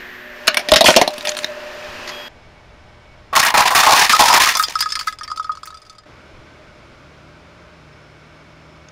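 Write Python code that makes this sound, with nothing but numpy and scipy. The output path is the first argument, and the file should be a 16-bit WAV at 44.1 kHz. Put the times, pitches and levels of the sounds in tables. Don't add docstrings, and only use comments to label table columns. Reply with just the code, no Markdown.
import sys
import numpy as np
from scipy import signal
from scipy.fft import rfft, irfft
from scipy.io import wavfile

SR = 44100
rng = np.random.default_rng(int(sys.argv[2]) if len(sys.argv) > 2 else 0)


def inscribe(sig):
    pcm = np.round(np.clip(np.atleast_2d(sig).T, -1, 1) * 32767)
    wavfile.write(sys.argv[1], SR, pcm.astype(np.int16))


def undo_db(level):
    steps = np.asarray(level, float) / 20
    return 10 ** steps


N = 392931

SCENE_CHANGES_S = [
    2.285,
    6.055,
]

# centre in seconds, peak level in dB, half length in seconds.
GUSTS = [
    (0, -66, .3),
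    (1.93, -44.5, 0.097),
    (2.804, -54.5, 0.27),
    (3.993, -56.5, 0.46),
    (6.384, -46, 0.051),
    (6.702, -51, 0.062),
    (6.94, -59, .15),
]
BREEZE_DB = -77.5

# frequency in Hz, level in dB per Hz.
NEAR_SIDE = [(20, -9.5), (70, -13.5), (160, -14), (420, -12.5), (850, -16), (1300, -12.5), (1750, 1),
             (2300, -10), (3500, -18.5), (8600, -41), (11500, -44), (12300, -26.5), (14500, -34.5),
             (16000, -35)]
FAR_SIDE = [(20, -15.5), (127, -21), (300, -17), (600, -12), (1030, -11.5), (1290, -12.5), (1650, -15.5),
            (2000, -22), (2530, -10.5), (3500, -20.5), (5200, -22), (8000, -34), (16000, -52.5)]
CUP_YARD = [(20, 5.5), (77, 4), (310, -6), (620, -4.5), (1190, -8.5), (1660, -10), (1960, -10),
            (2750, -14.5), (5200, -22.5), (8000, -32.5), (16000, -54)]
TUBE_YARD = [(12, -44), (20, -21), (48, -0.5), (150, -5), (330, -2.5), (485, -7.5), (620, -2), (720, -10),
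             (1480, -6.5), (1760, -13), (2260, -10.5), (2990, -17), (5230, -22.5), (8000, -33),
             (16000, -54)]
# time in seconds, engine level in dB, noise around the wheel note in dB,
# share of the far-side colour from 0 to 1.
ENGINE_MOVES = [(0, -33.5, -56, 0.1), (.3, -36, -36, 0.06), (.5, -34.5, -27, 0.44), (.9, -35, -51, 1),
                (1.0, -24, -13, 0.5), (1.1, -37.5, -34, 1), (1.5, -35, -21.5, 0.6), (2.09, -31.5, -33, 0.8),
                (2.29, -35, -49, 0.66)]
# time in seconds, level in dB.
YARD_LEVELS = [
    [(2.285, -45.5), (3.3, -46.5), (4.6, -48), (5.6, -50.5), (6.055, -52.5)],
    [(6.055, -45), (7.5, -46), (8.91, -46.5)],
]
# frequency in Hz, level in dB rms.
FAN = [(242.2, -51.5), (366.1, -50)]
# frequency in Hz, width in Hz, level in dB.
IDLE = [(334, 20, -65), (409, 20, -68), (603, 12, -58), (996, 25, -69), (1163, 25, -69), (1530, 30, -63),
        (2230, 25, -62), (3128, 60, -74), (3500, 80, -71), (5250, 300, -70)]
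# frequency in Hz, level in dB rms.
IDLE_ORDERS = [(75, -55), (115, -58)]
# time in seconds, frequency in Hz, level in dB rms.
DRONE = [(6.06, 135, -60), (6.6, 145, -61), (6.95, 140, -56), (7.28, 152, -52), (7.55, 172, -56),
         (7.74, 168, -55), (7.9, 146, -52), (8.56, 158, -53), (8.91, 154, -53)]
DRONE_GAIN_DB = 0.5
# start in seconds, then rows of frequency in Hz, width in Hz, level in dB.
WHINE = (7.9, [(5300, 45, -69)])
# time in seconds, frequency in Hz, level in dB rms.
WHEEL_NOTE = [
    [(0.2, 602.8, -58), (0.316, 604.5, -43), (0.374, 603.9, -60), (0.47, 600.6, -30), (0.48, 601.1, -43),
     (0.49, 600.7, -31.5), (0.606, 597.9, -39), (0.614, 597.6, -48), (0.68, 597.6, -30.5)],
    [(1.09, 612.2, -34), (1.132, 601.1, -27.5), (1.196, 593.0, -45.5), (1.278, 599.6, -26),
     (1.412, 604.3, -42), (1.418, 601.4, -39), (2.106, 604.2, -45.5), (2.19, 587.5, -39),
     (2.285, 608.0, -49)],
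]
WHEEL_HZ, WHEEL_WIDTH_HZ = 600, 30

# frequency in Hz, level in dB rms.
SQUEAK = [(3289, -38.5), (4893, -50)]
# frequency in Hz, width in Hz, level in dB.
PAD_HISS = [(13200, 1400, -56)]
SQUEAK_S = 2.112
# frequency in Hz, level in dB, 60 dB decay in seconds.
THUMP = (55, -8, .085)
THUMP_S = 0.719

# frequency in Hz, level in dB, 60 dB decay in seconds.
CUP_AIR = [(1267, -6, 0.082), (1287, -22, 0.03), (1120, -46, .04)]
# frequency in Hz, level in dB, 60 dB decay in seconds.
CUP_NOTES = [(1695, 0, .06), (1810, -4, .06), (2030, -5, .045), (2680, -18, .03), (3300, -11, .045),
             (3520, -5, .07), (3810, -11, .04), (4400, -6, .05), (4700, -1, .07), (4900, 0, .075),
             (5150, 0, .055), (5400, -3, .04), (6000, -3, .035), (6900, -7, .03), (7700, -7, .03),
             (8740, -9, .025)]
# start in seconds, air note peak in dB, low wall notes in dB, high wall notes in dB,
# strongest high note in Hz.
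BOUNCES = [(4.1315, 5.5, -18, -7, 3270), (4.1954, -12, -23, -25, 5000), (4.3054, -12, -17, -11.5, 3120),
           (4.552, -33, -29, -11, 4040), (4.571, -17, -29, -15, 5160), (4.596, -1, -8.5, -16.5, 3760),
           (4.6363, -18, -28, -10, 5140), (4.7544, -8.5, -21, -18.5, 5250), (4.7905, -31, -29, -18.5, 5790),
           (4.806, -27, -31, -11.5, 4680), (4.824, -16, -12.5, -11.5, 5060),
           (4.8345, -24.5, -27, -28, 5220), (4.8582, -12.5, -21, -25, 5130), (4.8894, -38, -40, -28, 5100),
           (4.903, -27, -34, -24, 3700), (4.9217, -24, -21, -15.5, 4600), (4.9538, -23.5, -21, -16.5, 5150),
           (4.9688, -19.5, -36, -47, 3290), (4.9918, -31, -35, -16, 3030), (5.0105, -15.5, -24, -22, 5200),
           (5.0727, -10.5, -38, -21.5, 5060), (5.0802, -40, -12, -21.5, 3800),
           (5.1253, -26.5, -29, -29, 5000)]
# start in seconds, air note peak in dB, low wall notes in dB,
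# high wall notes in dB, strongest high note in Hz.
ROLL = [(5.1866, -36, -38, -28.5, 5090), (5.2098, -20, -28, -36, 3550), (5.2334, -31, -39, -26, 4770),
        (5.2776, -27, -28, -30.5, 4740), (5.3005, -23.5, -41, -34, 4900), (5.3151, -13.5, -44, -27, 4860),
        (5.3606, -31, -50, -33.5, 4190), (5.3738, -21, -47, -28, 4700), (5.3963, -12, -43, -33.5, 4770),
        (5.4283, -37, -54, -36, 4750), (5.444, -21.5, -51, -31.5, 3460), (5.468, -31, -44, -48, 6000),
        (5.4935, -10.5, -34, -46, 4690), (5.5188, -25, -46, -34.5, 4350), (5.5518, -26, -46, -36, 4390),
        (5.572, -26, -54, -36, 4500), (5.6318, -22.5, -44, -30, 5000), (5.673, -27.5, -49, -28.5, 4380),
        (5.7039, -27, -52, -36, 3840), (5.7242, -32, -44, -55, 3840), (5.7437, -33, -50, -36.5, 4930),
        (5.772, -37, -55, -37.5, 4760), (5.818, -42, -55, -40.5, 4630), (5.8517, -49, -56, -44, 4740),
        (5.865, -44, -58, -43, 4750), (5.897, -39, -55, -34.5, 4630), (5.9284, -44, -55, -48, 4770),
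        (5.9504, -42, -52, -46, 4850), (5.9833, -40.5, -47, -36.5, 4450), (6.0352, -46, -45, -52, 3130)]
AIR_LOW_HIGH_GAINS_DB, GRIT_DB = (1.5, 0, 7.5), -13.5
MAIN_NOTE_DB, MAIN_NOTE_T60_S = -1.0, 0.05
# start in seconds, peak in dB, sizzle in dB, 60 dB decay in seconds.
SCUFFS = [(4.552, -24, -2, .05), (4.57, -9, 6.5, .05), (4.6263, -12, 6, 0.055), (4.789, -23, -2, .05),
          (4.8059, -12, 4, 0.047), (4.921, -28, -8, 0.046), (4.955, -16, -9, .05), (4.9933, -17, -3, .07),
          (5.07, -24, 4.5, .1), (5.1248, -34, -5, .04), (5.243, -29, -8, .06), (5.3624, -38, 2, .05),
          (5.4448, -43, -6, .04), (5.656, -30, 5.5, 0.079)]
# start in seconds, length in seconds, crackle in dB,
# fade by the end in dB, hollow drumming in dB.
DRAGS = [
    (4.7, 0.463, -41.5, 20, -11),
    (5.19, 0.78, -61, 6.3, -23),
]

# frequency in Hz, level in dB.
SHELL = [(30, -22.5), (100, -15), (310, -13), (450, -14), (620, -3.5), (900, -2), (1200, -8.5),
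         (3600, -7.5), (5200, -5), (8000, -5), (16000, -30.5)]
# frequency in Hz, level in dB.
CUP_WALL = [(60, -36.5), (200, -30), (490, -16), (700, -5), (1040, 4), (1470, -4.5), (2200, -5.5),
            (3200, -10.5), (5200, -10), (8100, -18), (13600, -26), (16000, -19.5)]
# time in seconds, hollow note in Hz, bright note in Hz.
TOY_BODY = [(0.46, 690, 2870), (0.614, 780, 1960), (0.666, 692, 3540), (0.924, 665, 3490),
            (1.042, 710, 2200), (1.07, 763, 4820), (1.158, 625, 3480), (1.404, 613, 3050),
            (1.46, 583, 2130)]
# time in seconds, hollow note in Hz, bright note in Hz.
CUP_BODY = [(3.33, 840, 1830), (3.36, 1009, 1685), (3.506, 1136, 2060), (3.878, 1038, 2004),
            (4.11, 1245, 2060), (4.32, 1033, 2330), (4.366, 994, 1793), (4.492, 1238, 2350),
            (4.6, 1230, 1860)]
HOLLOW_DB, HOLLOW_T60_S, BRIGHT_DB, BRIGHT_T60_S = -5.0, 0.04, -14.0, 0.012
# start in seconds, peak in dB, boom below 1.3 kHz in dB, 60 dB decay in seconds.
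CRACKS = [(0.4720, -5.5, -40, 0.019), (0.4780, 8.5, -15, 0.031), (0.5442, -4.5, -18, 0.025),
          (0.5705, 4.5, -16, 0.038), (0.5922, -16, -3, 0.077), (0.6866, -6.5, -7.5, 0.06),
          (0.7181, 12, -3, 0.025), (0.7366, 7, -24, 0.035), (0.7594, 8, -10, 0.08), (0.8083, 7, -5, 0.047),
          (0.843, 1, -6, 0.035), (0.8589, 6, -12, 0.18), (0.8848, 3.5, 6, 0.039),
          (0.9044, 3.5, -5.5, 0.015), (0.9629, 9.5, -1.5, 0.048), (0.9799, -15.5, -7, 0.25),
          (1.0141, 2.5, 2, 0.045), (1.077, -2, -4.5, 0.031), (1.181, -16.5, -9, 0.043),
          (1.2516, -11, -11, 0.051), (1.274, -16.5, -14, 0.11), (1.296, -21, -24, 0.061),
          (1.3696, -21.5, -30, 0.13), (1.4445, -30, -2.5, 0.0087)]
# start in seconds, peak in dB, boom in dB,
# 60 dB decay in seconds.
KNOCKS = [
    (2.0756, -19, -29, 0.13),
    (2.0916, -21, -25, 0.043),
]
# start in seconds, peak in dB, sizzle in dB.
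SNAPS = [(0.711, -17, 3), (0.694, -7, -21), (0.9415, -2, -32), (0.954, -5, -36), (1.138, -28, -26),
         (1.2091, -12.5, -21), (1.272, -3, -36), (1.2831, -7, -25), (1.292, -3.5, -30), (1.3186, -15, -16),
         (1.3493, -15, -7), (1.3683, -10.5, -17), (1.38, -18, -21), (1.389, -10.5, -40), (1.4338, -14, -12),
         (1.444, -1, -11), (1.5188, -26, -24), (1.8464, -26, -25), (4.6264, -30, -9), (4.674, -29, -25),
         (4.684, -11, -37), (4.6953, -19.5, -42), (8.886, -34, -40)]
SNAP_BOOM_DB, SNAP_T60_S = -10.5, 0.016
# start in seconds, peak in dB, boom in dB.
BUCKLES = [(3.3335, -14.5, -5), (3.3534, -8.5, -22), (3.3658, -19, 19), (3.4294, 0, -7.5),
           (3.449, -11.5, -29), (3.4772, -5.5, -5), (3.5208, -22.5, 4), (3.541, -2, -12), (3.576, -2, -2.5),
           (3.6186, -2, -6.5), (3.6551, -6, 2), (3.675, -10, 1.5), (3.7046, -13, -22), (3.739, -21, -23),
           (3.7487, -2, -32), (3.7867, -0.5, -11.5), (3.8328, 1, -16.5), (3.8655, -1, 4), (3.92, -1, 1),
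           (3.9807, -2, -6.5), (4.0186, -2.5, -4), (4.0545, -12.5, -4), (4.0952, 1, -6),
           (4.144, -14.5, -14), (4.1952, -5, -5.5), (4.24, -27, -16), (4.3007, -12, 10), (4.338, 1, -8.5),
           (4.354, -6, -10.5), (4.3998, -2.5, -1.5), (4.4635, -23, 14), (4.4868, -7.5, -8),
           (4.5072, -25, 0), (4.5514, -19.5, 7.5), (4.5918, -16, -36)]
BUCKLE_T60_S = 0.11
# dB for a full-scale break with no boom, dB lost per dB of strength, dB lost per dB of boom.
SHELL_SIZZLE, WALL_SIZZLE, KNOCK_SIZZLE = (-10, 0.23, 0.23), (-14.5, 0.15, 0.47), (-10.5, 0, 0)
# start in seconds, length in seconds, crackle in dB,
# fade by the end in dB, hollow drumming in dB.
TOY_CRUSH = [
    (.843, 0.0943, -12.5, 11, -11),
]
# start in seconds, length in seconds, crackle in dB,
# fade by the end in dB, hollow drumming in dB.
CUP_CRUSH = [(3.328, 0.024, -30.5, 6.1, 23.5), (3.353, 0.051, -7, 5.5, -3), (3.428, 0.1, -15, 21, 1.5),
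             (3.541, 0.072, -19, 0.5, 9), (3.575, 0.066, -6, 25, -1.5), (3.655, 0.074, -11, 37, -12),
             (3.705, 0.033, -15, 7.8, 7), (3.75, 0.095, -8.5, 10, -1), (3.833, .025, -13.5, 5.7, 2),
             (3.862, 0.034, -8.5, 1.3, 5.5), (3.908, 0.076, -9.5, 2, 0), (3.97, 0.077, -10.5, 2.1, -3),
             (4.045, 0.022, -13.5, 4.9, -5), (4.095, 0.014, -2, 5.5, -9.5), (4.143, 0.044, -11, 9.9, -0.5),
             (4.192, 0.018, 0.5, 3, 4), (4.24, 0.07, -9.5, 5.1, -0.5), (4.322, 0.058, -7, 4, 2),
             (4.395, 0.15, -11, 15.5, -7.5), (4.55, 0.21, -33.5, 10, -5)]
# start in seconds, length in seconds, crackle in dB,
# fade by the end in dB, hollow drumming in dB.
DEBRIS = [
    (1.09, .41, -38.5, 3.3, -19),
]
PUSH_ATTACK_S, PUSH_RISE_DB, PUSH_RELEASE_S, PUSH_TAIL_T60_S = 0.016, 4, 0.055, 0.1

CEILINGS = [.82, .59, .9]
# frequency in Hz, width in Hz, depth from 0 to 1.
PORT_NOTCH = (7950, 450, .6)


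def rms_one(x):
    return x / np.sqrt(np.mean(x ** 2) + 1e-20)


def peak_one(x):
    return x / np.abs(x).max()


def in_time(rows):
    s, *columns = np.transpose(rows)
    return [np.interp(np.arange(N) / SR, s, c) for c in columns]


def between(start_s, end_s):
    t = np.arange(N) / SR
    return np.clip((t - start_s) / 0.003, 0, 1) * np.clip((end_s - t) / 0.003, 0, 1)


def coloured(x, spectrum, size=4096):
    hz, level_db = np.transpose(spectrum)
    grid = np.log(np.maximum(np.arange(size // 2 + 1) * SR / size, 1))
    cepstrum = irfft(np.log(undo_db(np.interp(grid, np.log(hz), level_db))))
    cepstrum[1:size // 2] *= 2
    cepstrum[size // 2 + 1:] = 0
    response = irfft(np.exp(rfft(cepstrum)))
    return signal.oaconvolve(x, response)[:len(x)]


def band(x, low_hz, high_hz):
    edges = [low_hz, min(high_hz, 0.45 * SR)]
    return signal.sosfilt(signal.butter(2, edges, "band", fs=SR, output="sos"), x)


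def high_pass(x, order, hz):
    return signal.sosfilt(signal.butter(order, hz, "high", fs=SR, output="sos"), x)


def notch(x, hz, width_hz, depth):
    r = np.exp(-np.pi * width_hz / SR)
    poles = [1, -2 * r * np.cos(2 * np.pi * hz / SR), r * r]
    resonance = signal.lfilter([(1 - r * r) / 2, 0, (r * r - 1) / 2], poles, x)
    return x - np.clip(depth, 0, 1) * resonance


def ring(clicks, hz, t60):
    r = undo_db(-60 / (t60 * SR))
    w = 2 * np.pi * hz / SR
    return signal.lfilter([0, np.sin(w)], [1, -2 * r * np.cos(w), r * r], clicks + 1e-18)


def tones(lines):
    t = np.arange(N) / SR
    return sum(np.sqrt(2) * undo_db(db) * np.sin(2 * np.pi * hz * t) for hz, db in lines)


def gliding_tone(hz, level_db):
    return np.sqrt(2) * undo_db(level_db) * np.sin(2 * np.pi * np.cumsum(hz) / SR)


def hums(lines):
    white = rng.standard_normal(N)
    out = np.zeros(N)
    for hz, width, db in lines:
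        narrow = ring(white, hz, 3.2 / width)
        out += undo_db(db) * rms_one(ring(narrow, hz, 0.72 / width))
    return out


def grains(count, per_s, spread_db):
    sizes = undo_db(spread_db * np.minimum(rng.exponential(1, count), 4)) * rng.choice([-1, 1], count)
    return rms_one(sizes * (rng.random(count) < per_s / SR))


def wind():
    t = np.arange(0, N, 64) / SR
    gusts = sum(undo_db(db) * np.exp(-((t - s) / half) ** 2) for s, db, half in GUSTS)
    level = np.interp(np.arange(N) / SR, t, undo_db(BREEZE_DB) + gusts)
    return level * rms_one(band(rng.standard_normal(N), 2, 97))


def late_whine():
    start_s, lines = WHINE
    return hums(lines) * between(start_s, 9.5)


def later_engine():
    out = np.zeros(N)
    idle = (hums(IDLE) + tones(IDLE_ORDERS)) * undo_db(45)
    for curve, colour in zip(YARD_LEVELS, (CUP_YARD, TUBE_YARD)):
        street = rms_one(coloured(rng.standard_normal(N), colour))
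        shot = between(curve[0][0], curve[-1][0] + 0.0022)
        out += undo_db(in_time(curve)[0]) * (street + idle) * shot
    hz, drone_db = in_time(DRONE)
    drone = gliding_tone(hz, drone_db + DRONE_GAIN_DB)
    return out + drone * between(SCENE_CHANGES_S[1], 9.5)


def first_engine():
    engine_db, wheel_db, far = in_time(ENGINE_MOVES)
    far = np.clip(far, 0, 1)
    near_hiss = rms_one(coloured(rng.standard_normal(N), NEAR_SIDE))
    far_hiss = rms_one(coloured(rng.standard_normal(N), FAR_SIDE))
    engine = undo_db(engine_db - 1.0) * (np.sqrt(1 - far) * near_hiss + np.sqrt(far) * far_hiss)
    note_hz, note_db = in_time(WHEEL_NOTE[0] + WHEEL_NOTE[1])
    note = gliding_tone(note_hz, note_db) * between(WHEEL_NOTE[0][0][0], 9.5)
    wheel = note + undo_db(wheel_db - 12.5) * hums([(WHEEL_HZ, WHEEL_WIDTH_HZ, 0)])
    return (engine + wheel + tones(FAN)) * between(-1, SCENE_CHANGES_S[0])


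def brake():
    t = np.arange(N) / SR
    wobble = np.cumsum(band(rng.standard_normal(N), 10, 80)) * 0.0047
    squeak = sum(np.sqrt(2) * undo_db(db) * np.sin(2 * np.pi * hz * t + wobble) for hz, db in SQUEAK)
    return (squeak + hums(PAD_HISS)) * between(SQUEAK_S, SCENE_CHANGES_S[0])


def thump():
    hz, level_db, t60 = THUMP
    click = np.zeros(N)
    click[round(THUMP_S * SR)] = undo_db(level_db)
    return ring(click, hz, t60)


def loose_cup():
    touches = BOUNCES + ROLL
    hz, mode_db, t60 = np.array(CUP_AIR + CUP_NOTES).T[:, :, None]
    out = np.zeros(N + SR)
    t = np.arange(SR // 5) / SR
    luck = rng.standard_normal((len(touches), 2, len(hz), 1))
    scrapes = rng.standard_normal((len(touches), len(t)))
    flexes = hz > 1500
    for (s, *parts_db, main_hz), (loud, bend), noise in zip(touches, luck, scrapes):
        pitch = hz * (1 + np.where(flexes, 0.02, 0.006) * bend)
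        notes = undo_db(mode_db + 3 * loud * flexes - 60 * t / t60) * np.sin(2 * np.pi * pitch * t)
        skid = 0.1 * noise[:800] * undo_db(-60 * t[:800] / 0.03)
        skid[:9] += np.hanning(9) / 2.8
        main = undo_db(MAIN_NOTE_DB - 60 * t / MAIN_NOTE_T60_S) * np.sin(2 * np.pi * main_hz * t)
        groups = [notes[:3].sum(axis=0), notes[3:6].sum(axis=0), notes[6:].sum(axis=0) + main]
        air, low, high = (peak_one(signal.oaconvolve(g, skid)[:len(t)]) for g in groups)
        grit = band(band(noise, 3200, 8000), 3200, 9000)
        high = band(high, 2400, 11000) + undo_db(GRIT_DB - 60 * t / 0.07) * grit
        parts = [band(air, 950, 1500), band(low, 1500, 2300), high]
        out[round(s * SR):][:len(t)] += undo_db(np.add(parts_db, AIR_LOW_HIGH_GAINS_DB)) @ parts
    return high_pass(out[:N], 4, 930)


def breaking(events, sizzle):
    base_db, per_peak, per_boom = sizzle
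    return [(s, peak_db, boom_db, base_db - per_peak * peak_db - per_boom * boom_db, t60)
            for s, peak_db, boom_db, t60 in events]


def fractures(events, spectrum, shard_hz, per_s, shard_db, shard_cycles, gain_db, body=None):
    out, size = np.zeros(N + SR), SR // 6
    t = np.arange(size) / SR
    shower = grains(N + SR, per_s, spread_db=3.5)
    pitches = shard_hz[0] * (shard_hz[1] / shard_hz[0]) ** rng.random((len(events), 14))
    body_notes = [(HOLLOW_DB, HOLLOW_T60_S), (BRIGHT_DB, BRIGHT_T60_S)] if body else []
    for (s, peak_db, boom_db, sizzle_db, t60), shards in zip(events, pitches):
        at = round(s * SR)
        burst = shower[at:at + size] * undo_db(-60 * t / np.clip(t60, 0.008, 0.25))
        burst[0] += 2.5
        notes = sum(ring(burst, hz, shard_cycles / hz) * np.sqrt(hz / SR) for hz in shards)
        sound = coloured(burst + undo_db(shard_db) * notes, spectrum, size=1024)
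        parts = [band(sound, 120, 1300), band(sound, 1300, 7000), band(sound, 7000, 16500)]
        for k, (db, decay) in enumerate(body_notes):
            note_hz = np.interp(s, *np.transpose(body)[[0, k + 1]]) * rng.uniform(0.88, 1.1)
            parts[k] = peak_one(parts[k]) + undo_db(db) * peak_one(ring(burst, note_hz, decay))
        levels = undo_db(peak_db + gain_db + np.array([boom_db, 0, sizzle_db]))
        out[at:at + size] += sum(g * peak_one(p) for g, p in zip(levels, parts))
    return out[:N]


def crackle(pushes, spectrum, body, per_s, gain_db, clump_db):
    clumps = undo_db(clump_db * rms_one(band(rng.standard_normal(N), 7.44, 63)))
    creases = coloured(clumps * grains(N, per_s, spread_db=2.5), spectrum)
    crisp = rms_one(band(creases, 1500, 16500))
    hollow = band(creases, 120, 1500)
    out = np.zeros(N)
    bends = rng.uniform(0.7, 1.5, (len(pushes), 6))
    for (s, length, crisp_db, fade_db, hollow_db), bend in zip(pushes, bends):
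        t = np.arange(round((length + 0.06) * SR)) / SR
        span = slice(round(s * SR), round(s * SR) + len(t))
        rise = np.clip(1 - t / PUSH_ATTACK_S, 0, 1)
        fall = np.clip(1 - (length - t) / min(PUSH_RELEASE_S, length), 0, 1)
        tail_db = 60 * np.maximum(t - length, 0) / PUSH_TAIL_T60_S
        body_hz = bend * np.interp(s + length / 2, *np.transpose(body)[:2])
        ringing = sum(ring(hollow[span], hz, 0.038) for hz in body_hz)
        drum = rms_one(hollow[span]) + 1.22 * rms_one(ringing)
        level = undo_db(crisp_db - PUSH_RISE_DB * rise - fade_db * fall + gain_db - tail_db)
        out[span] += level * (crisp[span] + undo_db(hollow_db - 6.0) * drum)
    return out


def cup_scrapes():
    rows = [(s, db, -25, *rest) for s, db, *rest in SCUFFS]
    scuffs = fractures(rows, CUP_WALL, (2000, 8000), per_s=9000, shard_db=-22.0, shard_cycles=18, gain_db=0)
    return scuffs + crackle(DRAGS, CUP_WALL, CUP_BODY, 6000, gain_db=0, clump_db=3)


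def crushed_cups():
    rows = breaking([(*row, BUCKLE_T60_S) for row in BUCKLES], WALL_SIZZLE)
    buckles = fractures(rows, CUP_WALL, (1300, 5500), per_s=9000, shard_db=-22.0, shard_cycles=18,
                        gain_db=3.0, body=CUP_BODY)
    return buckles + crackle(CUP_CRUSH, CUP_WALL, CUP_BODY, 5000, gain_db=1.0, clump_db=4.5)


def splinters():
    rows = [(s, peak_db, SNAP_BOOM_DB, sizzle_db, SNAP_T60_S) for s, peak_db, sizzle_db in SNAPS]
    return fractures(rows, SHELL, (1500, 8000), per_s=3000, shard_db=-15.0, shard_cycles=25, gain_db=1.0)


def crushed_toy():
    rows = breaking(CRACKS, SHELL_SIZZLE) + breaking(KNOCKS, KNOCK_SIZZLE)
    cracks = fractures(rows, SHELL, (1100, 7000), per_s=12000, shard_db=-23.0, shard_cycles=25,
                       gain_db=3.0, body=TOY_BODY)
    creases = crackle(TOY_CRUSH, SHELL, TOY_BODY, 7000, gain_db=-4.5, clump_db=-1.5)
    debris = crackle(DEBRIS, CUP_WALL, TOY_BODY, 700, gain_db=0, clump_db=4)
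    return cracks + creases + debris


def under_car(x):
    t = np.arange(SR // 12) / SR
    echoes = rms_one(grains(len(t), 1500, spread_db=0.0) * undo_db(-60 * t / 0.13)) / np.sqrt(len(t))
    return x + undo_db(-9.5) * band(signal.oaconvolve(x, echoes)[:N], 200.3, 4100)


def scene():
    background = wind() + late_whine() + later_engine() + first_engine()
    crushed = under_car(crushed_toy() + splinters() + crushed_cups())
    plastic = crushed + loose_cup() + cup_scrapes()
    plastic = high_pass(plastic, 2, 150)
    return (background + brake() + thump() + plastic)[None]


def low_pass(x):
    return signal.sosfilt(signal.butter(12, 16650, fs=SR, output="sos"), x)


def record(dry):
    top = np.array(CEILINGS)[np.searchsorted(SCENE_CHANGES_S, np.arange(N) / SR)]
    dry = notch(dry, *PORT_NOTCH)
    squared = dry / (1 + np.abs(dry / top) ** 4) ** 0.25
    smooth = signal.sosfilt(signal.cheby2(10, 60, 16700, fs=SR, output="sos"), squared)
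    mix = np.clip(smooth, -1, 1)
    return low_pass(mix)


dry = scene()
out = record(dry)
inscribe(out)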